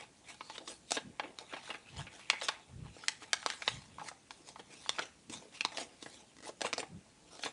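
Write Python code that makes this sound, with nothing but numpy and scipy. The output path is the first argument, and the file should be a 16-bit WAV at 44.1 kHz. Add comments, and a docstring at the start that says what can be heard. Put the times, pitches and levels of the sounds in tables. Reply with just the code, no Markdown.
"""A smooth, hissing paper rustle opens over faint room noise: fingers stroke a pleated sheet near a microphone.
Friction noise in three bands swells and fades with each stroke, and small crackles pop inside it.
Sharp snaps, dull flaps and fingertip taps are short noise bursts ringing around a panel resonance.
Narrow noise bands scrape, soft low puffs of air swell, and late on a fold creaks in runs of slips.
A quiet room answers the paper with quick reflections and a faint tail."""
import sys
import numpy as np
from scipy import signal
from scipy.fft import rfft, irfft
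from scipy.io import wavfile
from scipy.ndimage import uniform_filter1d

SR = 44100
rng = np.random.default_rng(int(sys.argv[2]) if len(sys.argv) > 2 else 0)


def pcm_store(signal):
    """Save signal as 16-bit PCM."""
    levels = np.round(np.clip(np.atleast_2d(signal), -1, 1) * 32767)
    wavfile.write(sys.argv[1], SR, levels.astype(np.int16).T)


N = 331632  # length in samples


def amp(db):
    """Decibels to gain."""
    return 10 ** (np.asarray(db) / 20)


def unit(x):
    """Scales to rms 1."""
    return x / np.sqrt(np.mean(x ** 2) + 1e-20)


def read(points, hz):
    """Reads (f/Hz, value) points on a log-frequency axis."""
    f, value = np.transpose(points)
    return np.interp(np.log(hz + 1), np.log(f + 1), value)


def shaped(x, spectrum):
    """Gives x an EQ curve of (f/Hz, level/dB) points, then scales it to rms 1."""
    gain = amp(read(spectrum, np.fft.rfftfreq(len(x), 1 / SR)))
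    return unit(irfft(rfft(x) * gain, len(x)))


def causal(db):
    """Minimum-phase response of a gain curve: nothing sounds before the blow."""
    log_gain = np.log(amp(np.r_[db, db[-2:0:-1]]))
    return np.exp(np.conj(signal.hilbert(log_gain)))[:len(db)]


def add(mix, s, sound):
    """Mixes a sound in at time s."""
    part = mix[max(round(s * SR), 0):][:len(sound)]
    part += sound[:len(part)]


# EQ of the steady room noise and microphone hiss: [f/Hz, relative level/dB]
FLOOR_SPECTRUM = [(20, -33), (45, -6.5), (65, -1.5), (90, -4), (130, -0.5), (260, -1), (500, -11.5),
                  (1200, -15), (4000, -17.5), (9000, -17), (11000, -24)]


def floor():
    """Steady bed of room noise and microphone hiss: shaped noise at a constant rms level."""
    return amp(-65) * shaped(rng.standard_normal(N), FLOOR_SPECTRUM)


STROKE_RANGE_DB = 20  # a stroke climbs this much in its rise time and drops as much in its fall time
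RISE_POWER, FALL_POWER = 1.16, 1.07  # above 1 the top of a stroke is rounded and its ends are steep
HOLD_DB = (-71.5, -76, -76)  # faint rub of the sheet merely being held: flexing, rasp, hiss
# after every flip the pleats rub as they settle; the lag is also the rise time
SETTLE_LAG_S, SETTLE_FALL_S = 0.008, 0.0131
SETTLE_DB = -50.5  # rasp relative to the flip
SETTLE_FLEX_DB, SETTLE_HISS_DB = -7, -5  # relative to the rasp
# strokes of fingers or pleats:
# [t/s at the peak, rasp level/dB, rise/s, fall/s, flexing/dB re rasp, hiss/dB re rasp]
STROKE_EVENTS = [(0.0, -50.5, .02, 0.072, -5, -11), (0.301, -52.5, 0.065, 0.064, -4.5, -1.5),
                 (0.56, -60.5, 0.22, 0.052, -6, 3), (0.605, -67, 0.013, 0.064, 13.5, 0),
                 (0.69, -59, 0.048, 0.1, 9, 10.5), (0.954, -47, 0.052, 0.031, -2, 8),
                 (1.25, -61, 0.099, 0.094, 12.5, -22), (1.407, -64, 0.042, 0.11, 9.5, 2.5),
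                 (1.53, -53.5, 0.081, 0.22, -2, -10), (1.67, -56, 0.1, 0.15, -17, 1),
                 (1.754, -53.5, 0.16, 0.045, -6, -11), (1.89, -57.5, 0.083, 0.18, -11, -9),
                 (2, -51, 0.084, 0.08, -8, -5), (2.133, -57.5, .04, 0.4, -5, -3.5),
                 (2.435, -46.5, 0.045, 0.093, -7, 0.5), (2.5, -54.5, 0.055, 0.16, -2.5, -26),
                 (2.865, -63, 0.077, 0.15, -1, -18), (3.016, -64.5, 0.22, 0.29, 1, 3),
                 (3.233, -51.5, .036, 0.03, -6, -4), (3.534, -52, 0.33, 0.071, -8, -2.5),
                 (3.688, -54, 0.21, 0.23, -10, 1), (4.085, -57, 0.13, 0.046, 3, 2),
                 (4.318, -75, 0.021, 0.43, 15, 10.5), (4.49, -62, 0.045, 0.045, -7, 7),
                 (4.601, -57.5, 0.026, 0.017, 2, -3), (4.735, -66, 0.058, 0.093, 8.5, 8),
                 (4.84, -61.5, 0.21, 0.33, -21, 4), (5.029, -49.5, 0.13, 0.065, -0.5, -7),
                 (5.328, -50, 0.027, 0.083, -2, 3.5), (5.42, -65.5, 0.048, .1, 11.5, 4),
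                 (5.551, -57.5, 0.042, 0.11, -8, 2), (5.811, -49, 0.1, 0.062, 4, 2),
                 (6.024, -65.5, 0.023, 0.22, 5, 11), (6.18, -65, 0.63, 0.12, 4, 1.5),
                 (6.48, -56, 0.044, 0.033, -1, 7), (6.655, -41.5, 0.034, 0.043, 3.5, -1),
                 (6.801, -48.5, 0.03, 0.023, 11.5, 5), (7.365, -61.5, 0.14, 0.062, 4, 2.5),
                 (7.453, -47.5, 0.055, 0.054, 0, 3)]


def friction_levels(size=64):
    """Flexing, rasp and hiss in dB over time: strokes and settling pleats swell, fade and add in power."""
    t = np.arange(0, N, size) / SR
    settling = [(s + SETTLE_LAG_S, level_db + SETTLE_DB, SETTLE_LAG_S, SETTLE_FALL_S,
                 SETTLE_FLEX_DB, SETTLE_HISS_DB) for s, level_db, *_ in FLIP_EVENTS]
    power = amp(HOLD_DB)[:, None] ** 2 * np.ones(len(t))
    for s, level_db, rise, fall, flex_db, hiss_db in STROKE_EVENTS + settling:
        rising = abs((t - s) / rise) ** RISE_POWER
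        falling = abs((t - s) / fall) ** FALL_POWER
        away = np.where(t < s, rising, falling)
        swell = amp(level_db - STROKE_RANGE_DB * away)
        power = power + (amp([[flex_db], [0], [hiss_db]]) * swell) ** 2
    return [np.interp(np.arange(N) / SR, t, 10 * np.log10(part)) for part in power]


def bending(x, patchy_db=4.0, size=256):
    """The sheet's resonances shift as it bends: peaks a few hundred Hz wide that last tens of milliseconds."""
    z = signal.stft(x, nperseg=size)[2]
    patches = uniform_filter1d(rng.standard_normal(z.shape), size=3, axis=0)  # across frequency
    patches = unit(uniform_filter1d(patches, size=14, axis=1))  # across time
    return signal.istft(z * amp(patchy_db * patches), nperseg=size)[1][:N]


# EQ of the low, flexing part of the rubbing: [f/Hz, relative level/dB]
FLEX_SPECTRUM = [(40, -49), (150, -6.5), (350, 7.5), (700, 5.5), (1100, -6.5), (1700, -20), (4000, -34)]
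# EQ of its middle, rasping part: [f/Hz, relative level/dB]
RASP_SPECTRUM = [(300, -100), (800, 6.5), (1300, -0.5), (2500, 7.5), (4200, -3), (5500, -61), (10000, -28)]
# EQ of its high, hissing part: [f/Hz, relative level/dB]
HISS_SPECTRUM = [(1000, -78), (3300, -3), (4700, -0.5), (6500, 0), (9000, -3), (11000, -11.5)]


def rubbing(flex, rasp, hiss):
    """Fibres catch and slip: fine friction noise with a few larger slips in it drives the sheet."""
    slips_per_s, spread_db, slip_share, stutter_db = 160, 3.5, 0.42, 2.2
    sizes = amp(spread_db * np.minimum(rng.exponential(1, N), 3))
    sizes = sizes * rng.choice([-1, 1], N)
    slips = unit(sizes * (rng.random(N) < slips_per_s / SR))
    # the grip stutters every few milliseconds, in all bands at once
    stutter = amp(stutter_db * unit(uniform_filter1d(rng.standard_normal(N), size=160)))
    drive = bending(slip_share * slips + stutter * rng.standard_normal(N))
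    # the offsets trim the mix of the three bands
    parts = ((flex - 3.0, FLEX_SPECTRUM), (rasp - 0.5, RASP_SPECTRUM), (hiss, HISS_SPECTRUM))
    return sum(amp(part_db) * shaped(drive, spectrum) for part_db, spectrum in parts)


# centres of the thud, body, crack and edge bands of a snap: [f/Hz]
BAND_HZ = [350, 900, 2800, 8500]
# EQ common to all snapping sounds: [f/Hz, level/dB]
SNAP_SPECTRUM = [(30, -47), (100, -14.5), (260, -0.5), (480, -0.5), (2800, -2), (4500, 1.5), (8500, -3.5),
                 (11000, -18.5)]


def snap(level_db, thud_db, body_db, edge_db, ring_hz, decay, rise=0.00037, ring_db=17.0,
         ring_octaves=0.095, size=4096):
    """A panel flips: a dense cloud of bending modes dies within milliseconds, one resonance standing out."""
    t, hz = np.arange(size) / SR, np.fft.rfftfreq(size, 1 / SR)
    envelope = (1 - np.exp(-(t / rise) ** 2)) * np.exp(-t / decay)
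    burst = rfft(rng.standard_normal(size) * envelope)
    # the bending wave returns from the next crease and combs the sound into bands
    return_s, returned = rng.uniform(0.0006, 0.0013), 0.4
    burst = burst * (1 - returned * np.exp(-2j * np.pi * hz * return_s))
    # the modes keep their peaks and dips, but share the energy evenly
    broad_db = 10 * np.log10(uniform_filter1d(abs(burst) ** 2, size=90) + 1e-9)
    tilt_db = read(list(zip(BAND_HZ, (thud_db, body_db, 0, edge_db))), hz)
    panel_db = ring_db / (1 + (np.log2((hz + 1) / ring_hz) / ring_octaves) ** 2)
    response = causal(read(SNAP_SPECTRUM, hz) + tilt_db + panel_db - broad_db)
    return amp(level_db) * irfft(burst * response)


CRACKLES_PER_S, HARD_STROKE_DB = 70, -52  # the highest rate, and the rasp level that reaches it
CRACKLE_OVER_RASP_DB, CRACKLE_SPREAD_DB, CRACKLE_DECAY_S = 32.5, 8.5, 0.0011
CRACKLE_COLOUR_DB = (1, 8, -4.5)  # thud, body, edge
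CRACKLE_RING_HZ = (650, 4860)  # lowest and highest


def crackles(rasp, count=24):
    """Small creases give way at random, stronger with harder rubbing and more often up to a top rate."""
    chance, strength = rng.random((2, N))
    rate = CRACKLES_PER_S * np.minimum(amp(rasp - HARD_STROKE_DB), 1)
    blows = (chance < rate / SR) * amp(rasp + CRACKLE_SPREAD_DB * (2 * strength - 2))
    ring_hz = np.geomspace(*CRACKLE_RING_HZ, count)
    creases = [snap(CRACKLE_OVER_RASP_DB, *CRACKLE_COLOUR_DB, hz, CRACKLE_DECAY_S) for hz in ring_hz]
    which, out = rng.integers(0, count, N), np.zeros(N)
    for at in np.flatnonzero(blows):
        add(out, at / SR, blows[at] * creases[which[at]])
    return out


# reverberation of the room: [f/Hz, t60/s]
ROOM_DECAY = [(200, 0.23), (1000, 0.36), (4000, 0.26), (10000, 0.29)]


def room(x, early_db=-12, early_t60=0.044, late_db=-13.0, gap=0.003, size=256):
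    """Quick reflections from hands and nearby surfaces, then a faint diffuse tail."""
    t = np.arange(SR // 2) / SR
    echoes = rng.random((2, len(t))) < 3000 / SR  # sparse: 3000 per second
    early, late = rng.standard_normal((2, len(t))) * echoes * (t > gap)
    early = early * amp(-60 * t / early_t60)
    hz, age, z = signal.stft(late, SR, nperseg=size)
    fade = amp(-60 * age / read(ROOM_DECAY, hz)[:, None])
    late = signal.istft(z * fade, SR, nperseg=size)[1][:len(t)]
    response = (amp(early_db) * unit(early) + amp(late_db) * unit(late)) / np.sqrt(len(t))
    return signal.fftconvolve(x, response)[:N]


# paper is heavily damped: the panel resonance in a flip or flap is broad
PANEL_RING_DB, PANEL_RING_OCTAVES = 10.5, 0.2
# creases that flip: [t/s, level/dB at 2.8 kHz before EQ and ring, thud/dB, body/dB, edge/dB
# (these three re level), panel ring f/Hz, noise decay/s]
FLIP_EVENTS = [(0.3432, -26, -4, 4.5, -2, 860, 0.0034), (0.4985, -13.5, -4, 4, -11, 850, 0.0043),
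               (0.5803, -13.5, 3.5, 4.5, -9.5, 3600, 0.003), (0.6756, -16, -1, 9.5, -7, 3780, 0.0034),
               (0.9067, -9, -2, -3, 4, 696, .0044), (0.9185, -1.5, 3, 2, 5.5, 750, 0.00085),
               (1.387, -16, 2, 5, -1, 3900, .0008), (2.2998, 9, -22, -1.5, -9.5, 2560, 0.0014),
               (2.4132, -11.5, -8, 1, -12, 3750, 0.0021), (2.419, -4.5, -10, 1.5, -18, 550, 0.0042),
               (2.4843, -3, -7, 6, -3, 3300, 0.0033), (2.4878, -0.5, -18, 12.5, -19, 4400, 0.0036),
               (3.0828, 4.5, -35, -6.5, -2.5, 2080, 0.0011), (3.3314, 8, -21.5, -0.5, -6, 1334, 0.0015),
               (3.4617, -4.5, 1.5, 17.5, -1, 4140, 0.0011), (3.5014, -3.5, -37, -1, -5.5, 1620, 0.00094),
               (3.6204, -9.5, -14, 8.5, -10.5, 2260, 0.004), (3.6778, 7, -6.5, 1, -23.5, 3740, 0.0029),
               (4.086, -16.5, -20, 8.5, 4, 1590, 0.0045), (4.307, -11, -9, -3, -12.5, 950, 0.0028),
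               (4.8929, -1, -4, 4, 0, 3450, 0.0009), (4.992, -2.5, 0, 3, -12, 1500, .0022),
               (5.2966, -22, 18, 3, 6, 2600, 0.0096), (5.6082, 2, -13, -12.5, -15, 2490, 0.0012),
               (5.6492, -0.5, -0.5, 9, -8, 3960, 0.0014), (5.719, -23.5, 5, 13, -1, 1920, 0.0096),
               (5.7721, -1.5, -6, -13, -13, 585, 0.0027), (5.7817, -7, 4, 3, -17, 800, 0.0022),
               (6.0257, -21, 12, 6, 2.5, 3600, .004), (6.608, -12.5, 0, 4, -4, 610, 0.00074),
               (6.648, -12, 21.5, 18.5, -14, 2670, 0.0061), (6.6159, -1.5, 2.5, 0, -5, 580, 0.0031),
               (6.7292, -4, -1, 3, -8.5, 2390, 0.0013), (6.735, -3, 2.5, 1.5, -12, 5560, 0.00082),
               (6.78, -12.5, 10.5, 16, 1.5, 4700, 0.0022), (7.3928, -18.5, 4, 0, -8, 700, 0.0029),
               (7.4354, -2.5, -15, -2, -26, 4200, 0.0022)]


def flips():
    """Creases flip over with sharp cracks, each exciting its panel's broad resonance."""
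    out = np.zeros(N)
    for s, *blow in FLIP_EVENTS:
        add(out, s, snap(*blow, ring_db=PANEL_RING_DB, ring_octaves=PANEL_RING_OCTAVES))
    return out


SCRAPE_WIDTH_HZ = 620  # between the half-amplitude points
# an edge slides over a panel: [t/s at the peak, level/dB, half length/s, centre f/Hz]
SCRAPE_EVENTS = [(0.473, -60, .07, 4400), (2.348, -48.5, 0.05, 2160)]


def scrapes():
    """A sliding edge chatters at a nearly even rate: a narrow band of noise that swells and fades."""
    t, hz, out = np.arange(N) / SR, np.fft.rfftfreq(N, 1 / SR), np.zeros(N)
    noise = rfft(rng.standard_normal(N))
    for s, level_db, half_length, centre_hz in SCRAPE_EVENTS:
        chatter = irfft(noise / (1 + (2 * (hz - centre_hz) / SCRAPE_WIDTH_HZ) ** 2), N)
        swell = np.exp(-((t - s) / half_length) ** 2)
        out += amp(level_db) * unit(chatter) * swell
    return out


FLAP_BODY_DB, FLAP_BODY_SHARE, FLAP_EDGE_DB = 5, 0.34, -30.5  # the body takes a share of the weight
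# panels slap together: [t/s, level/dB at 2.8 kHz before EQ and ring, bass weight/dB re level,
# panel ring f/Hz, noise decay/s]
FLAP_EVENTS = [(0.4075, -9, -8, 920, 0.0048), (0.5568, -19.5, -6, 2130, 0.002),
               (0.968, -1, 4.5, 3770, 0.0093), (1.1962, 1.5, -9, 810, 0.0046),
               (1.2344, -15, 2, 2420, 0.013), (1.5347, -9.5, 6, 3150, 0.0076),
               (1.5644, -11, -8, 940, 0.0097), (1.6926, -18, 9, 1090, 0.0076),
               (1.7018, -7.5, -1, 2860, 0.0098), (1.7091, -15, -1.5, 990, 0.0045),
               (1.7415, -10.5, -2.5, 2130, 0.01), (2.067, -15.5, -6, 2540, 0.011),
               (2.331, -7.5, -2.5, 960, 0.0077), (3.2204, -21, 7.5, 1080, .0076),
               (4.5942, -19, 8, 3280, 0.0081), (4.9844, -3, -9, 1590, 0.0039),
               (4.995, -11.5, 6.5, 1480, 0.0054), (6.06, -19.5, 15, 1770, 0.006),
               (6.666, -4, -11, 736, 0.0017), (6.8289, -12, 7, 705, 0.0071),
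               (7.4592, -5.5, 7.5, 3760, 0.011)]


def flaps():
    """Panels meet face to face, slower and without an edge: the larger, the more thud and body."""
    out = np.zeros(N)
    for s, level_db, weight_db, ring_hz, decay in FLAP_EVENTS:
        body_db = FLAP_BODY_DB + FLAP_BODY_SHARE * weight_db
        slap = snap(level_db, weight_db, body_db, FLAP_EDGE_DB, ring_hz, decay, rise=0.00066,
                    ring_db=PANEL_RING_DB, ring_octaves=PANEL_RING_OCTAVES)
        add(out, s, slap)
    return out


# EQ of a puff: [multiple of its centre frequency, relative level/dB]
EDDY_SPECTRUM = [(.15, -36), (.45, -12), (1.1, -4), (1.6, -15.5), (2.5, -26.5), (5, -37), (12, -90)]
# air pushed against the microphone: [t/s at the peak, level/dB, half length/s, centre f/Hz]
PUFF_EVENTS = [(1.083, -50, 0.037, 202), (2.002, -46.5, 0.067, 121), (2.817, -47, 0.085, 120),
               (3.76, -50, 0.051, 137), (3.95, -61, 0.12, 170), (4.7, -70, 0.42, 172),
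               (5.345, -56, 0.067, 215), (6.949, -48.5, 0.044, 169)]


def puffs():
    """Sweeps of a hand or the sheet send low, turbulent swells of air over the microphone."""
    out = np.zeros(N)
    t = np.arange(SR // 2) / SR - 1 / 4  # time from the peak
    for s, level_db, half_length, hz in PUFF_EVENTS:
        spectrum = [(hz * ratio, db) for ratio, db in EDDY_SPECTRUM]
        eddies = shaped(rng.standard_normal(len(t)), spectrum)
        swell = np.exp(-(t / half_length) ** 2)
        puff = unit(swell * eddies) * np.sqrt(np.mean(swell ** 2))
        add(out, s + t[0], amp(level_db) * puff)
    return out


# a soft knock falls away on both sides of its pitch
TAP_BELOW_DB_PER_OCT, TAP_ABOVE_DB_PER_OCT = 13.0, 11.0
TAP_RING_DB, TAP_RING_OCTAVES = 12, 0.38
# a fingertip knocks on a panel: [t/s, level/dB at its pitch before EQ and ring, pitch f/Hz, noise decay/s]
TAP_EVENTS = [(1.994, -7, 790, 0.0065), (2.966, -10.5, 557, .0024), (3.0374, -7, 1300, 0.0033),
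              (3.4281, -5.5, 1440, 0.0013), (3.983, -8.5, 1030, 0.0023), (3.9945, -6.5, 1250, 0.0082),
              (4.0145, -7, 870, 0.0039), (4.1142, -9, 816, 0.0047), (4.5581, -8.5, 1140, 0.0041),
              (4.8613, -7.5, 1110, 0.00063), (5.2959, -12, 292, 0.0026), (6.4705, -8.5, 696, .0036),
              (6.4908, 0, 560, 0.0061)]


def taps():
    """A soft fingertip stirs mostly the modes near one pitch."""
    out = np.zeros(N)
    for s, level_db, pitch_hz, decay in TAP_EVENTS:
        octaves = np.log2(np.array(BAND_HZ) / pitch_hz)
        bands_db = np.minimum(TAP_BELOW_DB_PER_OCT * octaves, -TAP_ABOVE_DB_PER_OCT * octaves)
        thud, body, crack, edge = bands_db
        # snap counts its bands from the crack band
        knock = snap(level_db + crack, thud - crack, body - crack, edge - crack, pitch_hz, decay,
                     ring_db=TAP_RING_DB, ring_octaves=TAP_RING_OCTAVES)
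        add(out, s, knock)
    return out


CREAK_COLOUR_DB = (10, 6.5, 1)  # thud, body, edge
CREAK_RING_HZ, CREAK_DECAY_S, CREAK_JITTER_S = 1980, 0.0026, 0.00034
# a pinched fold sticks and slips: [start t/s, length/s, slip rate f/Hz, level/dB at the start, at the end]
CREAK_EVENTS = [(6.367, .045, 54, -31, -29), (6.426, .036, 131, -28.5, -23)]


def creaks():
    """Nearly even runs of tiny slips that grow as the pinch tightens."""
    out = np.zeros(N)
    for start, length, rate, first_db, last_db in CREAK_EVENTS:
        for age in np.arange(0, length, 1 / rate):
            level_db = first_db + (last_db - first_db) * age / length
            slip = snap(level_db, *CREAK_COLOUR_DB, CREAK_RING_HZ, CREAK_DECAY_S, ring_db=10.5)
            add(out, start + age + CREAK_JITTER_S * rng.standard_normal(), slip)
    return out


def scene():
    """Paper in its room, with the air puffs and the steady floor left dry."""
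    flex, rasp, hiss = friction_levels()
    paper = rubbing(flex, rasp, hiss) + crackles(rasp)
    paper = paper + flips() + scrapes() + flaps() + taps() + creaks()
    return (paper + room(paper) + puffs() + floor())[None]


def record(dry):
    """The recorder's steep band limit: a low-pass filter at 10850 Hz."""
    lowpass = signal.firwin(301, 10850, window=("kaiser", 8), fs=SR)
    return signal.oaconvolve(dry, lowpass[None], "same")


dry = scene()
out = record(dry)
pcm_store(out)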